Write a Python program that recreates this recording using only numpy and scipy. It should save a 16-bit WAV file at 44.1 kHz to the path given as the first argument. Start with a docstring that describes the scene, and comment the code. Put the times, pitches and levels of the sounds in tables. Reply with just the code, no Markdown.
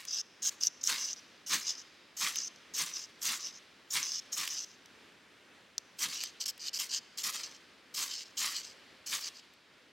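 """A steel blade on a ferrocerium rod over wood shavings, straight ahead of a close microphone at a stony camp.
Water rushes far off throughout. A first flare is already dying when a drag opens a run of strokes: each push rasps
and most throw a fizzing flare of sparks, then the blade drags back with a thinner rasp. Halfway the hand pauses,
takes a new grip, sets the blade down with a click and strokes on; near the end the background is faded down a little.
Rasp is random slips through blade resonances, fire is dense random grains, and echoes answer from around."""
import sys
import numpy as np
from scipy import signal
from scipy.fft import rfft, irfft, next_fast_len
from scipy.io import wavfile
from scipy.ndimage import uniform_filter1d, map_coordinates

SR = 44100
rng = np.random.default_rng(int(sys.argv[2]) if len(sys.argv) > 2 else 0)


def materialize(psi):
    """Save the field psi as 16-bit PCM at rate SR to the path in sys.argv[1].

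    A 1-D psi becomes a single channel; in a 2-D psi each row is a channel.
    """
    bounded = np.clip(np.atleast_2d(psi).T, -1, 1)
    quanta = np.round(bounded * 32767).astype(np.int16)
    wavfile.write(sys.argv[1], SR, quanta)


N = 437467
REGRIP_S = 5.3  # the second grip holds from here


def amp(db):
    """Decibels to gain."""
    return 10 ** (np.asarray(db) / 20)


def unit(x):
    """x at rms 1."""
    return x / np.sqrt(np.mean(x ** 2) + 1e-20)


def along(points, hz):
    """(Hz, value) points read on a log axis."""
    f, v = np.transpose(points)
    return np.interp(np.log(hz + 1), np.log(f + 1), v)


def wobble(rate):
    """A smooth random curve, rate knots a second."""
    knots = rng.standard_normal(int(N * rate / SR) + 4)
    return map_coordinates(knots, [np.arange(N) * rate / SR])


def grains(rate, scatter_db):
    """Impulses at random moments, about rate a second, of random sign and size."""
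    size = amp(scatter_db * np.clip(rng.standard_normal(N), -2, 2))
    struck = rng.random(N) < rate / SR
    return struck * rng.choice([-1, 1], N) * size


def delayed(x, seconds):
    """x heard later by a steady or changing time."""
    return map_coordinates(x, [np.arange(N) - seconds * SR], order=3)


def add(track, s, part):
    """Mix part into track from s seconds on."""
    start = round(s * SR)
    track[max(start, 0):start + len(part)] += part[max(-start, 0):]


def causal(x, gain):
    """x through the causal minimum-phase filter whose size is gain(Hz)."""
    size = 4096
    cepstrum = irfft(np.log(gain(np.fft.rfftfreq(size, 1 / SR)) + 1e-6))
    # folding the cepstrum forward in time makes the response causal
    cepstrum[1:size // 2] *= 2
    cepstrum[size // 2 + 1:] = 0
    response = irfft(np.exp(rfft(cepstrum)))
    return signal.fftconvolve(x, response)[:N]


def coloured(x, spectrum):
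    """x given a (Hz, dB) shape."""
    return causal(x, lambda hz: amp(along(spectrum, hz)))


def rung(x, modes):
    """x through steep resonances whose powers add."""
    def gain(hz):
        """Size of all resonances together; each is halved one half width from its centre."""
        peaks = [amp(db) / (1 + ((hz - centre) / width) ** 2) for centre, width, db in modes]
        return np.sqrt(sum(peak ** 2 for peak in peaks))

    return causal(x, gain)


def drifting(x, depth_db):
    """x with a colour that wanders in patches a few hundred Hz wide and some 40 ms long."""
    z = signal.stft(x, nperseg=256)[2]
    field = uniform_filter1d(rng.standard_normal(z.shape), size=3, axis=0)
    field = uniform_filter1d(field, size=15, axis=1)
    gain = amp(depth_db * unit(field))
    colour = np.mean(np.abs(z) ** 2, axis=1, keepdims=True)
    gain /= np.sqrt(np.sum(colour * gain ** 2, axis=0) / colour.sum())  # the loudness stays
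    return signal.istft(z * gain, nperseg=256)[1][:N]


# colour of the far rush: (frequency [Hz], relative level [dB])
WATER_COLOUR = [(15, -72.5), (25, -42), (38, -43), (50, -19), (62, -13), (80, -11.5), (120, -10), (260, -3),
                (560, -6), (760, -10), (1800, -6), (3400, -10), (7000, -21.5), (15800, -37)]
# likeness of the rush at left and right: (frequency [Hz], correlation [0 to 1])
WATER_LIKENESS = [(30, .95), (80, 0.88), (180, 0.86), (330, 0.93), (600, 0.67), (1650, 0.92), (4970, 0.91),
                  (15000, 0.35)]
WATER_DB = -60  # rms before the slow wavering and the fade
FADE_S, FADE_LENGTH_S, FADE_DB = 9.1, 0.39, 3  # slight fade of the background towards the end


def water():
    """A far rush: slightly wavering noise, alike at left and right over much of its range."""
    hz = np.fft.rfftfreq(N, 1 / SR)
    turn = np.arccos(np.clip(along(WATER_LIKENESS, hz), -1, 1)) / 2  # shares out mid and side
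    shape = amp(along(WATER_COLOUR, hz)) * [np.cos(turn), np.sin(turn)]
    mid, side = irfft(rfft(rng.standard_normal((2, N))) * shape, N)
    fade = np.clip((np.arange(N) / SR - FADE_S) / FADE_LENGTH_S, 0, 1)
    level_db = WATER_DB - FADE_DB * fade + 1.13 * wobble(7.9)
    return unit(np.array([mid + side, mid - side])) * amp(level_db)


def echo(x, t60, width):
    """A diffuse stereo answer, one second of noise in which each frequency dies at its own speed."""
    hz, t, z = signal.stft(rng.standard_normal((2, SR)), SR, nperseg=256)
    decay = amp(-60 * t / along(t60, hz)[:, None])
    tail = signal.istft(z * decay, SR, nperseg=256)[1]
    mid, side = signal.fftconvolve(x[None], tail / np.linalg.norm(tail[0]), axes=1)[:, :N]
    return np.array([mid + width * side, mid - width * side])


# echo of the far bank: (frequency [Hz], time to die by 60 dB [s])
BANK_T60 = [(200, 0.47), (2000, 2.5), (4500, 3.1), (6000, 1.47), (10000, .5), (16000, 0.18)]
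# colour of what reaches the bank: (frequency [Hz], level [dB])
BANK_COLOUR = [(1000, 0), (3000, 2), (6000, -4.5), (12000, 0)]


def off_bank(near):
    """The far bank answers faintly, with a long tail."""
    return amp(-24.5) * echo(coloured(near, BANK_COLOUR), BANK_T60, width=0.25)


def off_stones(near):
    """The stove and stones answer with a short tail, equally short at all frequencies."""
    return amp(-37) * echo(near, [(1000, 0.044)], width=0.25)


def off_table(near):
    """The board under the hands returns a copy whose path changes as they move, a little different at each ear."""
    path_s = .00176 + .00013 * wobble(6)
    between_ears_s = .000009  # earlier at left, later at right
    left = delayed(near, path_s - between_ears_s)
    right = delayed(near, path_s + between_ears_s)
    return amp(-13) * np.array([left, right])


# a big shower pushes the air: (time [s], relative level [dB])
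PUFFS = [(0.93, -66), (1.55, -54.5), (2.24, -62.5), (2.82, -61), (3.31, -63.5), (3.98, -64), (4.4, -65),
         (6.07, -60.5), (7.27, -66), (7.999, -71), (9.13, -68)]
# colour of that breath: (frequency [Hz], relative level [dB])
PUFF_COLOUR = [(20, -72), (50, -42), (90, -25), (135, -5.5), (180, -3), (260, -1.5), (500, -25),
               (1500, -46), (4000, -80)]


def puffs():
    """The hot gas of a shower swells out in a soft low breath of noise."""
    t = np.arange(N) / SR
    swell = sum(amp(db) * np.exp(-((t - s) / 0.036) ** 2) for s, db in PUFFS)
    return amp(4.5) * swell * unit(coloured(rng.standard_normal(N), PUFF_COLOUR))


# the blade is set on the rod or rebounds from it: (time [s], level [dB])
SET_DOWN = [(2.561, -40), (2.583, -51), (4.8597, -42.5), (5.781, -15), (5.7825, -25.5), (5.785, -29)]
# resonances of blade and rod lightly touching: (frequency [Hz], half width [Hz], level [dB])
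TOUCHING = [(1570, 320, -19), (2740, 300, -24), (3600, 180, -9), (4320, 160, -3.5), (4930, 240, -3.5),
            (5940, 510, -0.5), (7320, 400, -14), (8600, 550, -23), (11800, 2100, -27.5)]


def set_down():
    """Each light contact is a single impulse that rings blade and rod."""
    blow = np.zeros(N)
    for s, db in SET_DOWN:
        blow[round(s * SR)] = amp(db)
    one_contact = rung(signal.unit_impulse(N), TOUCHING)
    return rung(blow, TOUCHING) / np.abs(one_contact).max()


# single sparks burst: (time [s], relative level [dB])
POPS = [(0.0519, -28.5), (2.358, -19.5), (4.4766, -18), (4.8584, -43), (6.237, -18), (6.578, -35),
        (8.6011, -37), (9.537, -47)]
# colour of a bursting spark: (frequency [Hz], level [dB])
POP_COLOUR = [(200, -29), (1100, -11), (3000, 6.5), (6000, 3.5), (9000, 0), (16000, -5.5)]


def pops():
    """A larger spark bursts in a short broad crackle of dying noise."""
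    out, t = np.zeros(N + SR), np.arange(SR // 20) / SR
    for s, db in POPS:
        burst = amp(db - 9.0 - 60 * t / 0.015) * rng.standard_normal(len(t))
        add(out, s, burst)
    return coloured(out[:N], POP_COLOUR)


# the edge catches and slips: (time [s], level [dB], ring [Hz])
CATCHES = [(0.429, -25.5, 7140), (0.474, -18, 6860), (0.635, -11.5, 5590), (0.6702, -11, 6000),
           (0.839, -17.5, 6530), (0.8738, -12, 6060), (1.131, -25, 6330), (2.387, -18.5, 5950),
           (2.4578, -34.5, 6000), (4.0294, -18, 6170), (4.119, -22.5, 5187), (6.414, -25.5, 4306),
           (6.6836, -23, 4370), (7.186, -26, 4320)]


def catches():
    """The edge snags and lets go: the hand-damped blade rings for a millisecond or two."""
    out, t = np.zeros(N + SR), np.arange(SR // 40) / SR
    swell = (t / .00045) ** 2 * np.exp(-t / 0.00025)
    chatter_band = signal.butter(2, [3500, 7500], "band", fs=SR)
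    for s, db, hz in CATCHES:
        ring = swell / swell.max() * np.sin(2 * np.pi * hz * t)
        band_noise = signal.lfilter(*chatter_band, rng.standard_normal(len(t)))
        chatter = .16 * amp(-60 * t / 0.015) * band_noise
        crack = .05 * amp(-60 * t / 0.0031) * rng.standard_normal(len(t))
        add(out, s, amp(db) * (ring + chatter + crack))
    return out[:N]


FIRST_ZING_RATIO, SECOND_ZING_RATIO = 2.16, 2.24  # upper ring over the main one, in each grip


def zing(ring_hz):
    """The blade's narrow upper ring, gliding with its main one: a carrier under random modulation."""
    ratio = np.where(np.arange(N) < REGRIP_S * SR, FIRST_ZING_RATIO, SECOND_ZING_RATIO)
    phase = 2 * np.pi * np.cumsum(ratio * ring_hz * (1 + .015 * wobble(25))) / SR
    return unit(wobble(900) * np.cos(phase) + wobble(900) * np.sin(phase))


# a shower of shavings catches fire:
# (time of full blaze [s], relative flare level [dB], relative fizz level [dB], hold [s], time to die by 60 dB [s])
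SHOWERS = [(0.0, -52, -58.5, .003, 0.34), (0.525, -59.5, -60.5, .004, .12), (0.653, -65, -48.5, 0.019, .04),
           (0.907, -39.5, -42, .008, 0.46), (1.53, -39.5, -40.5, 0.027, 0.24),
           (2.225, -41.5, -43.5, 0.05, 0.27), (2.8, -42.5, -41.5, .03, 0.114),
           (2.875, -48.5, -52, .003, .25), (2.967, -60.5, -56.5, .01, .3), (3.263, -42.5, -44, 0.076, 0.22),
           (3.962, -38, -40, 0.0074, .37), (4.392, -41.5, -42, .012, 0.49),
           (6.036, -40.5, -46.5, .012, 0.25), (6.108, -52, -51, .025, 0.21),
           (6.813, -54, -51.5, 0.026, 0.27), (7.258, -45.5, -50.5, .04, 0.19),
           (7.359, -46.5, -47, 0.0041, 0.096), (7.405, -50.5, -54.5, 0.0043, 0.14),
           (8.001, -44, -44, .036, 0.26), (8.424, -42.5, -43.5, .04, 0.44),
           (9.132, -43, -41.5, 0.019, 0.28), (9.271, -55.5, -60, .012, 0.121)]
KINDLE_FLARE_S, KINDLE_FIZZ_S = 0.023, 0.034  # time to catch fire; the fizz builds a little ahead of the flare
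EMBER_DB, EMBER_T60_S = -12.5, 0.88  # afterglow, against the flare
SMOULDER_DB = -15.5  # breathy part of the scrapings, against their fizz


def burning(scrapings):
    """Flare and fizz in dB: each shower kindles, blazes, dies down and glows on, over the fizz of the scrapings."""
    t = np.arange(SR) / SR - .1  # seconds from full blaze
    flare_rise = np.exp(-(np.minimum(t, 0) / KINDLE_FLARE_S) ** 2)
    fizz_rise = np.exp(-(np.minimum(t, 0) / KINDLE_FIZZ_S) ** 2)
    flare, fizz = np.zeros((2, N + SR))  # powers
    for s, flare_db, fizz_db, hold_s, t60 in SHOWERS:
        dying_s = np.maximum(t - hold_s, 0)
        blaze = amp(-60 * dying_s / t60)
        embers = amp(EMBER_DB - 60 * dying_s / EMBER_T60_S)
        add(flare, s + t[0], (amp(flare_db) * flare_rise * np.maximum(blaze, embers)) ** 2)
        add(fizz, s + t[0], (amp(fizz_db) * fizz_rise * blaze) ** 2)
    flare_power = flare[:N] + (amp(SMOULDER_DB) * scrapings) ** 2
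    fizz_power = fizz[:N] + scrapings ** 2
    return 10 * np.log10(np.array([flare_power, fizz_power]) + 1e-12)


# colour of the breathy flare: (frequency [Hz], relative level [dB])
FLARE_COLOUR = [(25, -57), (60, -38), (130, -22), (200, -12), (400, -15.5), (700, -18), (900, -6.5),
                (1130, 1), (1450, -3.5), (2100, 2.5), (2500, 1), (3000, 0), (3600, 1.5), (4500, 2),
                (6000, -7.5), (9000, -12), (16000, -26)]
# colour of the fizz: (frequency [Hz], relative level [dB])
FIZZ_COLOUR = [(1000, -22), (2500, -8), (4200, 2.5), (7300, 9), (8600, 3.5), (10500, -1), (12000, -3),
               (13300, -2.5), (14500, -5.5), (16000, -3.5)]
ZING_SHARE = 0.23  # most of the treble's power that can be the blade's own ring


def sparks(scrapings, ring_hz):
    """Shavings catch fire: a breathy flare under a dense fizz of tiny bursts."""
    flare_db, fizz_db = burning(scrapings)
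    flare_flicker = amp(1.7 * wobble(110) + 0.92 * wobble(30))
    flare = coloured(grains(rate=3500, scatter_db=5) * flare_flicker, FLARE_COLOUR)
    fizz = coloured(grains(rate=7000, scatter_db=8.0) * amp(2.6 * wobble(160)), FIZZ_COLOUR)
    flare = unit(drifting(flare, depth_db=1.6))
    fizz = unit(drifting(fizz, depth_db=2.8))
    # while the edge bites and little burns yet, part of the treble is the blade's own ring
    bite = ZING_SHARE / (1 + amp(flare_db - fizz_db + 6.5) ** 2)
    treble = amp(4.0) * np.sqrt(1 - bite) * fizz + np.sqrt(bite) * zing(ring_hz)
    return amp(flare_db + 5.0) * flare + amp(fizz_db) * treble


BITE_S, LIFT_T60_S = 0.00582, .016  # the edge takes hold; it lifts off


def stroke(t, rise_s, fall_s, swell_db, fade_db):
    """Gain of one scrape: the edge bites, the pressure builds and eases, the edge lifts off."""
    pressure_db = np.interp(t, [0, rise_s, rise_s + fall_s], [-swell_db, 0, -fade_db])
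    lift_db = -60 * np.maximum(t - rise_s - fall_s, 0) / LIFT_T60_S
    return np.minimum(t / BITE_S, 1) * amp(pressure_db + lift_db)


# the edge is pushed down the rod: (time [s], rise [s], fall [s], relative rasp level [dB],
# fade over the fall [dB], nominal ring [Hz], relative fizz level of the scrapings [dB])
PUSHES = [(0.419, 0.054, .022, -32, 1.5, 6282, -45), (0.829, 0.05, .085, -33, 17, 6170, -44),
          (1.462, 0.061, 0.078, -34, 21, 6050, -47), (2.166, 0.045, 0.096, -36.5, 6.5, 6120, -44),
          (2.736, 0.047, 0.057, -33, 15, 6050, -45.5), (3.213, 0.047, 0.12, -36, 12, 6084, -41.5),
          (3.902, .035, 0.076, -36, 12, 6280, -43.5), (4.317, .012, .026, -36.5, 4, 6350, -46.5),
          (4.358, .02, .075, -36, 12, 6170, -46.5), (5.985, .044, 0.047, -39, 14.5, 6176, -39.5),
          (6.399, .015, 0.028, -37.5, 6, 5790, -50), (6.454, .006, .014, -35.5, 9, 5730, -43),
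          (6.476, 0.011, 0.0227, -34.5, 14, 5720, -40), (6.729, .01, .04, -38.5, 1.5, 5743, -50.5),
          (6.784, 0.0212, .07, -34.5, 21, 5690, -41.5), (7.171, .013, 0.038, -38, 6, 6030, -48),
          (7.231, 0.0082, 0.074, -39, 10, 5880, -37.5), (7.939, 0.049, 0.096, -38, 10.5, 5960, -42),
          (8.367, 0.012, 0.15, -37, 10, 5950, -46), (9.059, 0.0095, 0.12, -42, 4, 5650, -51)]
# the blade drags back along it: (time [s], rise [s], fall [s], relative rasp level [dB],
# fade over the fall [dB], nominal ring [Hz])
DRAGS = [(0.068, 0.072, 0.072, -36, 0, 5754), (0.605, .018, .058, -33, 0, 5720),
         (0.808, 0.0053, 0.0077, -44.5, 4, 5966), (0.96, 0.065, .114, -36, 6.5, 5770),
         (1.155, 0.027, 0.0152, -49.5, 5.5, 5560), (1.61, 0.094, 0.0509, -34, 14.5, 5860),
         (1.75, 0.048, 0.025, -46.5, 7, 5780), (2.305, 0.067, 0.11, -38, 1.5, 5807),
         (2.853, 0.019, 0.0605, -45.5, 6, 5770), (2.932, 0.029, .097, -36.5, 15, 5790),
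         (3.39, 0.077, 0.0612, -37.5, 21.5, 5820), (3.525, 0.028, 0.0351, -50, 4.5, 5930),
         (4.018, .018, 0.0595, -35.5, 5, 5796), (4.085, 0.058, 0.054, -34.5, 5.5, 5917),
         (4.46, 0.061, .125, -38, 1.5, 5710), (4.65, 0.052, 0.0548, -55.5, 12.5, 5830),
         (6.08, 0.051, 0.05575, -41, 4, 5520), (6.183, 0.027, .094, -37, 16, 5437),
         (6.59, .085, 0.0188, -38.5, 0.5, 5400), (6.888, 0.052, 0.0493, -34.5, 5.5, 5577),
         (7.323, 0.025, .07, -43, 4.5, 5682), (7.422, 0.019, 0.041, -39.5, 14.5, 5370),
         (7.478, 0.01436, 0.077, -53, 3, 5560), (8.085, 0.054, .1, -38.5, 8.5, 5460),
         (8.24, .012, 0.061, -58, 8, 5410), (8.525, 0.049, 0.046, -37.5, 11, 5390),
         (8.622, 0.023, .087, -45.5, 14.5, 5460), (9.19, 0.06, .038, -39.5, 2, 5440),
         (9.335, 0.034, 0.032, -54, 5, 5550)]
PUSH_SWELL_DB, DRAG_SWELL_DB = 7.5, 11  # growth of the rasp from first contact to full pressure
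# the nominal ring sags towards the rod's tip and climbs on the way back
PUSH_GLIDE_HZ_PER_S, DRAG_GLIDE_HZ_PER_S = -3200, 1500
REST_HZ = 5800  # nominal ring of the blade between strokes
DRAG_FIZZ_DB = -29.5  # fizz of a drag, against its rasp


def hand():
    """All pushes and drags: level of the rasp, nominal ring of the blade in Hz, level of the scrapings' fizz."""
    t = np.arange(SR // 3) / SR
    power, detune, scrapings = np.zeros((3, N + SR))
    pushes = [(*row, PUSH_SWELL_DB, PUSH_GLIDE_HZ_PER_S) for row in PUSHES]
    drags = [(*row, row[3] + DRAG_FIZZ_DB, DRAG_SWELL_DB, DRAG_GLIDE_HZ_PER_S) for row in DRAGS]
    for s, rise_s, fall_s, db, fade_db, hz, fizz_db, swell_db, glide in pushes + drags:
        gain = stroke(t, rise_s, fall_s, swell_db, fade_db)
        rasp_power = (amp(db) * gain) ** 2
        shift_hz = hz + glide * np.maximum(t - rise_s, 0) - REST_HZ
        add(power, s, rasp_power)
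        add(detune, s, rasp_power * shift_hz)
        add(scrapings, s, (amp(fizz_db) * gain) ** 2)
    ring_hz = REST_HZ + detune / (power + 1e-12)  # overlapping strokes share the ring by power
    return np.sqrt(power[:N]), ring_hz[:N], np.sqrt(scrapings[:N])


# resonances of blade and rod in the first grip: (frequency [Hz], half width [Hz], relative level [dB])
FIRST_GRIP = [(1940, 550, -24), (2820, 180, -15.5), (3780, 320, -32), (5024, 670, -3.5), (6200, 302, 3),
              (6580, 210, -1), (8480, 400, -34), (11600, 230, -30.5), (12750, 400, -30), (15170, 2680, -42)]
# the same in the second grip: (frequency [Hz], half width [Hz], relative level [dB])
SECOND_GRIP = [(1801, 1215, -41), (3093, 250, 1.5), (4330, 900, -5.5), (5080, 600, -3.5), (6420, 560, 2.5),
               (7100, 240, -10.5), (8800, 440, -32), (12900, 500, -18), (13994, 4000, -35)]


def rasp(level, ring_hz):
    """Tiny slips of the edge ring the blade; the ring shifts as the contact moves along it."""
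    roughness = amp(1.5 * wobble(220) + 0.67 * wobble(60) + 0.93 * wobble(28))
    slips = grains(rate=4000, scatter_db=5) * roughness
    first = np.arange(N) < REGRIP_S * SR
    # reading the ringing faster or slower raises or lowers it
    speed = np.where(first, (ring_hz / 5800) ** .85, (ring_hz / 5550) ** .45)
    place = [np.cumsum(speed)]

    def held(grip, round_trip_s):
        """Each slip returns inverted from the fingers, which cuts notches between the resonances."""
        waves = slips - .55 * delayed(slips, round_trip_s)
        ring = map_coordinates(rung(waves, grip), place, order=5, mode="wrap")
        return unit(drifting(ring, depth_db=2.8))

    first_ring = amp(0.3) * held(FIRST_GRIP, round_trip_s=0.0004566)
    second_ring = amp(0.75) * held(SECOND_GRIP, round_trip_s=0.0003024)
    return level * np.where(first, first_ring, second_ring)


def scene():
    """The fire starter straight ahead, answered by the board, the stove and stones, and faintly by the far bank."""
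    level, ring_hz, scrapings = hand()
    near = rasp(level, ring_hz) + sparks(scrapings, ring_hz) + puffs() + catches() + set_down() + pops()
    stones = off_stones(near)
    bank = off_bank(near)
    return amp(-0.3) * (near + off_table(near)) + stones + bank + water()


TOP_HZ = 15850  # upper band limit


def record(dry):
    """The microphone's recorder keeps nothing above its band limit."""
    size = next_fast_len(N + SR // 2)
    kept = np.fft.rfftfreq(size, 1 / SR) < TOP_HZ
    return irfft(rfft(dry, size) * kept, size)[:, :N]


dry = scene()
out = record(dry)
materialize(out)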